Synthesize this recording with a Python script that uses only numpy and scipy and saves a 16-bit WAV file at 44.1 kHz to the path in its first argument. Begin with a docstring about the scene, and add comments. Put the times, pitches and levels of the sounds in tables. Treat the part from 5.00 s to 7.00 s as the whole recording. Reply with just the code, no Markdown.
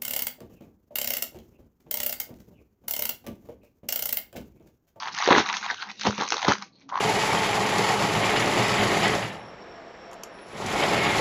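"""Creases snap over a fine plastic crinkle: a padded mailer is gripped, turned and pulled at, close to a
narrow-band microphone in a small room. Three hard tugs crush many folds at once and the panels buckle
with hollow pops; the room hums briefly after each.
Crinkle, rustle and slides are shaped random clicks; snaps are noise bursts plus film rings; pops and
low hums are enveloped sines. A diffuse tail with room modes and faint air noise surround them."""
import sys
import numpy as np
from scipy import signal
from scipy.io import wavfile
from scipy.ndimage import uniform_filter1d

SR = 44100
rng = np.random.default_rng(int(sys.argv[2]) if len(sys.argv) > 2 else 0)


def digitize_waveform(pressure):
    """Quantize a signal to 16-bit integers and store it at the path in sys.argv[1].

    Rows of a 2-D input are taken as channels; values are limited to [-1, 1].
    """
    field = np.atleast_2d(pressure).T
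    bounded = np.clip(field, -1, 1)
    quanta = np.round(bounded * 32767).astype(np.int16)
    wavfile.write(sys.argv[1], SR, quanta)


N = 88200


def amp(db):
    """Decibels to gain."""
    return 10 ** (np.asarray(db) / 20)


def unit(x):
    """Scales to rms 1."""
    return x / np.sqrt(np.mean(x ** 2) + 1e-20)


def read(points, hz):
    """Reads a spectrum on a log-frequency axis."""
    f, value = np.transpose(points)
    return np.interp(np.log(hz + 1), np.log(f + 1), value)


def level(table, order):
    """Gain over time from one dB column of a curve."""
    rows = np.array(table, float)
    return amp(np.interp(np.arange(N) / SR, rows[:, 0], rows[:, order]))


def add(mix, start_s, sound):
    """Mixes a sound in at a time."""
    part = mix[max(round(start_s * SR), 0):][:len(sound)]
    part += sound[:len(part)]


def arch(start_s, length_s, fullness):
    """Gain that swells and fades once; lower fullness is flatter on top."""
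    u = np.clip((np.arange(N) / SR - start_s) / length_s, 0, 1)
    return (4 * u * (1 - u)) ** fullness


def colour(x, points):
    """Causal minimum-phase filter with the given spectrum."""
    hz = abs(np.fft.fftfreq(4096, 1 / SR))
    log_gain = np.log(amp(read(points, hz)))
    spectrum = np.exp(np.conj(signal.hilbert(log_gain)))
    taps = np.fft.ifft(spectrum).real
    return signal.fftconvolve(x, taps[:len(taps) // 2])[:len(x)]


def clicks(per_s, spread_db):
    """Random clicks of either sign, mostly small and a few large."""
    size = amp(spread_db * np.minimum(rng.exponential(1, N), 3.5))
    sign = rng.choice([-1., 1.], N)
    return size * sign * (rng.random(N) < per_s / SR)


def steadied(x, window_s):
    """Evens out slow chance swells and keeps the grain."""
    power = uniform_filter1d(x ** 2, max(int(window_s * SR), 8))
    power = uniform_filter1d(power, max(int(window_s * SR / 2), 8))
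    return x / np.sqrt(abs(power) + 1e-3 * np.mean(x ** 2))


def peaked(x):
    """Scales a short burst so that its loudest 1.5 ms has rms 1."""
    power = uniform_filter1d(x ** 2, 66, mode="constant")
    return x / np.sqrt(power.max() + 1e-20)


def patchy(x, patch_db, frames=9, bins=7):
    """The colour shifts at random as the folding moves from one part of the sheet to another."""
    z = signal.stft(x, nperseg=512, noverlap=384)[2].T
    field = rng.standard_normal(z.shape)
    field = uniform_filter1d(uniform_filter1d(field, frames, 0), bins, 1)
    z = z * amp(patch_db * unit(field))
    return signal.istft(z.T, nperseg=512, noverlap=384)[1][:N]


# room noise spectrum: (frequency [Hz], relative level [dB])
AIR_SPECTRUM = [(20, -22), (70, -5), (200, 2), (290, -2), (450, -10.5), (1000, -18), (3000, -30.5),
                (7000, -41)]


def air(rms_db=-64):
    """Faint low room noise: coloured Gaussian noise."""
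    return amp(rms_db) * unit(colour(rng.standard_normal(N), AIR_SPECTRUM))


# room hums as the mailer is shifted: (start [s], length [s], pitch [Hz], peak before waver [dB])
ROOM_HUMS = [(0.453, 0.16, 205, -51.5), (0.577, 0.13, 205, -53.5), (.85, 0.093, 205, -50),
             (0.96, 0.17, 207, -50), (1.57, 0.081, 200, -46.5), (1.825, 0.096, 272.6, -51.5)]


def hums(waver_rms=.35, waver_hz=25):
    """The room hums low as the mailer shifts: arched sines, unsteady in level and phase."""
    out = np.zeros(N)
    low_pass = signal.butter(2, waver_hz, fs=SR)
    drift = waver_rms * unit(signal.lfilter(*low_pass, rng.standard_normal((2, N))))
    for start_s, length_s, hz, db in ROOM_HUMS:
        first = max(round(start_s * SR), 0)
        swell, phase = drift[:, first:][:, :round(length_s * SR)]
        t = np.arange(len(swell)) / SR
        envelope = np.sin(np.pi * t / length_s) * (1 + swell)
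        add(out, start_s, amp(db) * envelope * np.sin(2 * np.pi * hz * t + phase))
    return out


# finger slides: (start [s], length [s], start pitch [Hz], end pitch [Hz], level [dB])
FINGER_SLIDES = [(0.035, 0.078, 1000, 1020, -38.5), (0.44, 0.14, 1050, 950, -39),
                 (0.46, 0.0032, 4200, 4200, -26), (0.684, 0.031, 1900, 1820, -30.5),
                 (0.722, 0.018, 800, 760, -38), (0.763, 0.093, 1520, 1500, -41.5),
                 (1.215, 0.058, 1000, 1100, -34.5), (1.314, 0.063, 399, 554, -41.5),
                 (1.434, 0.034, 780, 430, -35.5), (1.722, 0.078, 4220, 4220, -60.5),
                 (1.894, 0.052, 1180, 1120, -41), (1.915, 0.096, 1020, 1060, -31.5)]


def slides(per_s=900, spread_db=2, even_s=0.023, pole_width_at_1k_hz=250, fullness=0.5):
    """Rubbed film sticks and slips, ringing one narrow note that glides as the film stretches."""
    out, slips = np.zeros(N), clicks(per_s, spread_db)
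    for start_s, length_s, start_hz, end_hz, db in FINGER_SLIDES:
        hz = np.interp(np.arange(N) / SR, [start_s, start_s + length_s], [start_hz, end_hz])
        carrier = np.exp(2j * np.pi * np.cumsum(hz) / SR)
        width_hz = pole_width_at_1k_hz * np.sqrt(start_hz / 1000)
        pole = np.exp(-np.pi * width_hz / SR)
        # shift the note to 0 Hz, resonate, shift back
        note = (carrier * signal.lfilter([1], np.poly([pole, pole]), slips / carrier)).real
        out += amp(db) * arch(start_s, length_s, fullness) * steadied(note, even_s)
    return out


# hand thuds: (start [s], length [s], level [dB])
HAND_THUDS = [(0.109, 0.075, -54), (0.302, 0.034, -30.5), (0.364, 0.057, -34), (1.056, 0.023, -43),
              (1.178, 0.044, -51), (1.466, 0.047, -34)]
# thud spectrum: (frequency [Hz], relative level [dB])
THUD_SPECTRUM = [(25, -33.5), (70, -11.5), (130, 3), (200, 2), (350, -12.5), (900, -44.5)]


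def thuds(per_s=900, spread_db=2, even_s=.03):
    """The hands press into the padding with a dull bump: arched, low-coloured clicks."""
    force = np.zeros(N)
    push = steadied(colour(clicks(per_s, spread_db), THUD_SPECTRUM), even_s)
    for start_s, length_s, db in HAND_THUDS:
        t = np.arange(0, length_s, 1 / SR)
        add(force, start_s, amp(db) * np.sin(np.pi * t / length_s))
    return force * push


# padding flex: (time [s], level before trim [dB])
FLEX_LEVEL = [(0, -77), (.10, -60.5), (.15, -74), (.20, -65.5), (.274, -39), (.299, -45), (.305, -10),
              (.314, -17.5), (.345, -22.5), (.40, -28.5), (.425, -39.5), (.44, -53.5), (.68, -63.5),
              (.715, -46.5), (.76, -66), (1.0, -64.5), (1.045, -49.5), (1.065, -21.5), (1.10, -36.5),
              (1.14, -48), (1.172, -69), (1.185, -36.5), (1.22, -32), (1.27, -57.5), (1.31, -49.5),
              (1.33, -39.5), (1.40, -63.5), (1.44, -67), (1.474, -34), (1.49, -18), (1.535, -40),
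              (1.56, -59.5), (1.75, -75), (2, -67.5)]
# flex spectrum: (frequency [Hz], relative level [dB])
FLEX_SPECTRUM = [(30, -41), (70, -24.5), (130, -10.5), (250, -1), (450, 4.5), (650, 0), (1000, -3.5),
                 (2000, -45)]


def flex(per_s=700, spread_db=4, trim_db=-2, even_s=0.092):
    """The padding crumples with a dull rustle when it is tugged."""
    rustle = steadied(colour(clicks(per_s, spread_db), FLEX_SPECTRUM), even_s)
    return amp(trim_db) * level(FLEX_LEVEL, order=1) * rustle


# handling effort: (time [s], crinkle level before trim [dB], ringing-fold level before trim [dB])
EFFORT = [(0, -36, -35.5), (0.05, -40, -35.5), (0.085, -35, -31), (0.105, -49, -40.5),
          (0.135, -37.5, -42.5), (0.18, -31, -29.5), (0.235, -27, -24.5), (0.27, -26.5, -25),
          (0.298, -29.5, -25), (0.31, -29, -9.5), (0.34, -28.5, -19), (0.385, -20.5, -15.5),
          (0.415, -28.5, -28.5), (0.445, -38, -31.5), (0.495, -29.5, -30), (0.52, -43.5, -30.5),
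          (0.55, -27, -30.5), (0.605, -41, -45), (0.64, -30, -28.5), (0.68, -37, -33), (0.71, -30.5, -25.5),
          (0.76, -44, -64), (0.825, -34, -35.5), (0.86, -50, -41.5), (0.905, -34.5, -35), (0.93, -55, -82),
          (0.985, -45.5, -81), (1.015, -28, -52), (1.042, -37.5, -35.5), (1.065, -30, -20.5),
          (1.095, -37.5, -42.5), (1.16, -37, -42), (1.215, -30.5, -22.5), (1.27, -36.5, -50),
          (1.33, -36.5, -39.5), (1.405, -34.5, -34), (1.45, -33.5, -30), (1.473, -38.5, -25),
          (1.49, -24, -20.5), (1.525, -35, -22), (1.56, -72, -60), (1.61, -39.5, -43), (1.63, -45, -33),
          (1.675, -56, -96), (1.71, -80.5, -101), (1.82, -54.5, -63.5), (1.88, -80, -81), (1.895, -41, -39),
          (1.918, -61, -48), (1.93, -54.5, -40), (1.975, -41, -30), (2.0, -46, -33)]
# crinkle spectrum: (frequency [Hz], relative level [dB])
CRINKLE_SPECTRUM = [(300, -49.5), (600, -36.5), (1200, -15.5), (1950, 3.5), (2500, 7.5), (3100, 4.5),
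                    (4000, 6), (5100, -2.5), (6200, -3), (7500, -6)]


def crinkle(per_s=1600, pitched_per_s=70, spread_db=2.0, trim_db=-2, even_s=0.047, patch_db=3,
            pitch_count=12, decay_cycles=2):
    """Tiny folds give way in a dense, bright crackle: plain clicks plus short pitched rings."""
    t, pitched = np.arange(400) / SR, np.zeros(N)
    for hz in np.geomspace(1500, 6600, pitch_count):
        ring = np.sin(2 * np.pi * hz * t) * np.exp(-t * hz / decay_cycles)
        pitched += signal.oaconvolve(clicks(pitched_per_s, spread_db), ring)[:N] * hz
    grain = patchy(unit(clicks(per_s, spread_db)) + unit(pitched), patch_db)
    crackle = steadied(colour(grain, CRINKLE_SPECTRUM), even_s)
    return amp(trim_db) * level(EFFORT, order=1) * crackle


# fold spectrum: (frequency [Hz], relative level [dB])
FOLD_SPECTRUM = [(300, -36), (560, -32.5), (680, -6), (800, 3), (1000, 5.5), (1300, 3.5), (1700, 3.5),
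                 (2200, 7.5), (3200, -21.5)]


def folds(per_s=1000, spread_db=3.0, low_hz=780, high_hz=1900, decay_cycles=1.6, trim_db=-4.0,
          even_s=0.019, pitch_count=14):
    """Larger folds each ring a patch of film: random clicks excite short damped sines."""
    t, out = np.arange(1000) / SR, np.zeros(N)
    for hz in np.geomspace(low_hz, high_hz, pitch_count):
        ring = np.sin(2 * np.pi * hz * t) * np.exp(-t * hz / decay_cycles)
        hits = clicks(per_s / pitch_count, spread_db)
        out += signal.oaconvolve(hits, ring)[:N] * np.sqrt(hz / low_hz)
    return amp(trim_db) * level(EFFORT, order=2) * steadied(colour(out, FOLD_SPECTRUM), even_s)


# tugs crushing many folds: (start [s], length [s], level [dB])
CRUSH_TUGS = [(0.304, 0.029, -22), (0.332, 0.093, -26), (1.046, 0.048, -26), (1.471, 0.065, -26)]
# crush spectrum: (frequency [Hz], relative level [dB])
CRUSH_SPECTRUM = [(300, -35), (600, -4), (1100, 5.5), (3900, 2.5), (5000, -10.5), (7500, -9.5)]


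def crushes(per_s=5000, spread_db=3.0, even_s=0.011, fullness=0.53):
    """A hard tug packs many tiny crackles into one burst."""
    force = sum(amp(db) * arch(start_s, length_s, fullness) for start_s, length_s, db in CRUSH_TUGS)
    return force * steadied(colour(clicks(per_s, spread_db), CRUSH_SPECTRUM), even_s)


# crease snaps: (time [s], ring pitch [Hz], ring before trim and filter [dB], crack [dB], tick [dB])
CREASE_SNAPS = [(0.024, 990, -28.5, -34.5, -44), (0.032, 1000, -25.5, -27.5, -40),
                (0.0569, 995, -30.5, -28.5, -58), (0.0735, 990, -26, -36, -35),
                (0.0827, 1050, -25.5, -31.5, -46), (0.1475, 1970, -28.5, -31, -28.5),
                (0.178, 1616, -23.5, -46, -34), (0.1862, 1910, -18.5, -27, -22.5),
                (0.2019, 770, -24, -37, -30), (0.2245, 1190, -18.5, -20.5, -48),
                (0.235, 980, -27, -32, -41.5), (0.262, 1770, -12.5, -22, -38), (0.2752, 710, -16, -18, -20),
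                (0.2879, 740, -14, -17.5, -30), (0.3057, 1036, -9.5, -17, -39),
                (0.3106, 720, -24, -19, -32.5), (0.3231, 1090, -18, -19.5, -39),
                (0.3281, 1830, -9.5, -10, -57), (0.3507, 1800, -9, -29, -44),
                (0.3622, 1200, -16.5, -22, -43.5), (0.3827, 1150, -14.5, -12.5, -37),
                (0.3965, 730, -28, -20.5, -22.5), (0.4619, 1210, -27, -24, -49),
                (0.4891, 1930, -17.5, -22, -27.5), (0.4987, 1000, -27.5, -18, -34),
                (0.504, 960, -25, -33, -39), (0.5277, 970, -29, -21.5, -24),
                (0.5405, 1840, -19.5, -26.5, -38), (0.5682, 1030, -30, -24.5, -22.5),
                (0.628, 1540, -21.5, -47.5, -47), (0.6444, 1030, -43, -32, -42.5),
                (0.6629, 915, -24, -24.5, -36), (0.7018, 1860, -14, -30.5, -41),
                (0.7103, 1580, -20, -37, -33), (0.744, 1200, -34, -34, -34.5),
                (0.8006, 1410, -39, -38, -47), (0.8234, 1570, -58, -24, -47), (0.8272, 1440, -25, -39, -39),
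                (0.915, 960, -40.5, -33.5, -35.5), (0.9966, 1330, -57, -34.5, -31.5),
                (1.0111, 1400, -57, -26, -27), (1.0174, 1540, -26.5, -35.5, -38),
                (1.034, 1640, -42.5, -26, -27.5), (1.0521, 910, -18, -26.5, -34.5),
                (1.0664, 770, -21, -18, -33), (1.0706, 863, -12, -35, -19.5),
                (1.0877, 960, -37.5, -35, -29), (1.1077, 1340, -23.5, -39, -29.5),
                (1.1279, 1360, -27, -38.5, -43), (1.1796, 1150, -31, -26.5, -30.5),
                (1.2005, 1195, -25.5, -27.5, -33), (1.2109, 833, -20.5, -22.5, -27),
                (1.2216, 980, -19.5, -33.5, -32), (1.2349, 1090, -22, -29.5, -26.5),
                (1.2403, 1120, -29, -33, -38), (1.278, 1190, -30.5, -29, -30),
                (1.288, 1280, -54, -42.5, -22.5), (1.3044, 1463, -29, -26, -16.5),
                (1.322, 858, -16.5, -13.5, -20), (1.3307, 1395, -22, -29, -27),
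                (1.3418, 1180, -19, -31, -22.5), (1.3677, 890, -27.5, -22, -25),
                (1.3801, 1100, -23.5, -26.5, -27), (1.3931, 1280, -27, -39.5, -31.5),
                (1.4182, 1067, -29, -27, -33), (1.4285, 833, -22, -20, -29),
                (1.4471, 772, -19.5, -21.5, -37), (1.4502, 1950, -18.5, -31, -24.5),
                (1.469, 1000, -26.5, -32, -30), (1.4812, 1110, -11.5, -26, -24.5),
                (1.4846, 1430, -20.5, -18, -19), (1.5015, 890, -18, -30, -27.5),
                (1.5134, 852, -13.5, -31, -26), (1.5207, 1344, -10.5, -18.5, -21.5),
                (1.5344, 934, -43.5, -23.5, -22.5), (1.553, 1044, -29.5, -30.5, -41),
                (1.583, 1540, -37, -35.5, -32.5), (1.6233, 1190, -27, -34, -30),
                (1.8909, 1083, -36, -47, -42), (1.9243, 853, -27, -56.5, -71),
                (1.9421, 1170, -24.5, -43, -72), (1.9562, 1045, -17.5, -31, -47),
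                (1.9755, 1050, -22, -32.5, -54)]
# crack spectrum: (frequency [Hz], relative level [dB])
CRACK_SPECTRUM = [(300, -37.5), (600, -30), (1300, 4.5), (1900, 2.5), (3000, 4.5), (4100, 2.5),
                  (5200, -23.5), (8000, -34)]
# tick spectrum: (frequency [Hz], relative level [dB])
TICK_SPECTRUM = [(1000, -46.5), (3500, -8.5), (4700, 4), (6200, 4.5), (8000, -1)]
# film too light to radiate bass: (frequency [Hz], gain [dB])
RING_RADIATION = [(200, -34.5), (480, -22), (620, -6.5), (760, 1.5), (2200, -0.5), (4000, -17)]


def snaps(ring_s=0.0012, rise_s=0.00038, burst_s=.0022, scatter=0.26, ring_trim_db=-1.5):
    """A crease flips: one sharp click, a short burst of smaller ones, and a ring of the film."""
    t, out, rings = np.arange(1500) / SR, np.zeros(N), np.zeros(N)
    for time_s, hz, ring_db, crack_db, tick_db in CREASE_SNAPS:
        burst = scatter * rng.standard_normal((2, len(t))) * np.exp(-t / burst_s)
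        crack, tick = (t == 0) + burst
        tone = np.sin(2 * np.pi * hz * t) * np.exp(-t / ring_s) * (1 - np.exp(-t / rise_s))
        add(rings, time_s - rise_s, amp(ring_db + ring_trim_db) * peaked(tone))
        add(out, time_s, amp(crack_db) * peaked(colour(crack, CRACK_SPECTRUM)))
        add(out, time_s, amp(tick_db) * peaked(colour(tick, TICK_SPECTRUM)))
    return out + colour(rings, RING_RADIATION)


# panel buckles: (time [s], pitch [Hz], level before envelope [dB], decay [s])
PANEL_BUCKLES = [(.2750, 408, -10, 0.0049), (0.2862, 518, -7, 0.0044), (.3030, 683, -21, 0.0027),
                 (0.308, 292, -9, 0.0058), (0.3121, 148, -23.5, 0.0093), (0.3282, 430, -12, 0.0019),
                 (0.362, 364, -10.5, 0.0036), (0.373, 256, -20, 0.011), (0.39, 127, -33, 0.004),
                 (.7110, 650, -36, 0.002), (1.0531, 278, -19, 0.0044), (1.068, 386, -9.5, 0.0032),
                 (1.071, 205, -21, 0.026), (1.084, 113, -21, 0.01), (1.1820, 205, -30, 0.019),
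                 (1.3225, 360, -28.5, 0.006), (1.34, 434, -46, 0.0042), (1.4832, 203.6, -18.5, 0.015),
                 (1.488, 114.6, -16.5, 0.0068)]


def buckles(rise_s=0.0013):
    """A whole panel pops through with a low, quickly damped note."""
    t, out = np.arange(SR // 5) / SR, np.zeros(N)
    for time_s, hz, db, decay_s in PANEL_BUCKLES:
        envelope = np.exp(-t / decay_s) * (1 - np.exp(-t / rise_s))
        add(out, time_s, amp(db) * np.sin(2 * np.pi * hz * t) * envelope)
    return out


# diffuse tail decay: (frequency [Hz], T60 [s])
TAIL_T60 = [(100, 0.12), (300, 0.18), (1000, 0.15), (3000, 0.18), (7000, 0.18)]
# diffuse tail strength: (frequency [Hz], gain [dB])
TAIL_SPECTRUM = [(60, -11), (150, -1), (400, -5), (700, -7), (1100, -3.5), (7000, 1.5)]
# room modes: (frequency [Hz], T60 [s], gain at resonance [dB])
MODES = [(205, 0.1, -11), (278.5, 0.12, -2.5), (790, 0.27, -11), (956.5, 0.055, -14.5), (1160, 0.37, -9.5)]


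def room(x, tail_db=-9, gap_s=.007, reflections_per_s=3000):
    """Sparse reflections decay by band in a diffuse tail; a few room modes ring on."""
    taps = rng.choice([-1., 1.], SR // 2) * (rng.random(SR // 2) < reflections_per_s / SR)
    hz, frame_s, z = signal.stft(taps, SR, nperseg=256)
    decay = amp(-60 * frame_s / read(TAIL_T60, hz)[:, None])
    tail = signal.istft(z * decay, SR, nperseg=256)[1]
    t = np.arange(len(tail)) / SR
    tail = tail * (t > gap_s)
    tail = amp(tail_db) * tail / np.linalg.norm(tail)  # level before colour
    tail = colour(tail, TAIL_SPECTRUM)
    for mode_hz, t60_s, db in MODES:
        fade = np.exp(-np.log(1000) * t / t60_s)
        tail = tail + amp(db) * 2 * fade / fade.sum() * np.cos(2 * np.pi * mode_hz * t)
    return signal.fftconvolve(x, tail)[:N]


def scene():
    """The mailer, its room and the background."""
    mailer = crinkle() + folds() + crushes() + flex() + thuds() + snaps() + buckles() + slides()
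    return (mailer + room(mailer) + hums() + air())[None]


# microphone response: (frequency [Hz], gain [dB])
MIC_RESPONSE = [(20, -25), (45, -10.5), (80, 1), (500, 2), (1000, -0.5), (3000, -4.5), (6000, 1),
                (6550, 0.5), (7000, -12.5), (7500, -26), (8200, -31)]


def record(dry, ceiling=.9, edge_hz=8300):
    """The loudest peaks overload softly; then microphone colour and the band limit."""
    limited = dry[0] / (1 + (dry[0] / ceiling) ** 4) ** .25
    heard = colour(limited, MIC_RESPONSE)
    low_pass = signal.firwin(255, edge_hz, window=("kaiser", 8), fs=SR)
    return signal.oaconvolve(heard, low_pass, "same")[None]


dry = scene()
out = record(dry)
digitize_waveform(out)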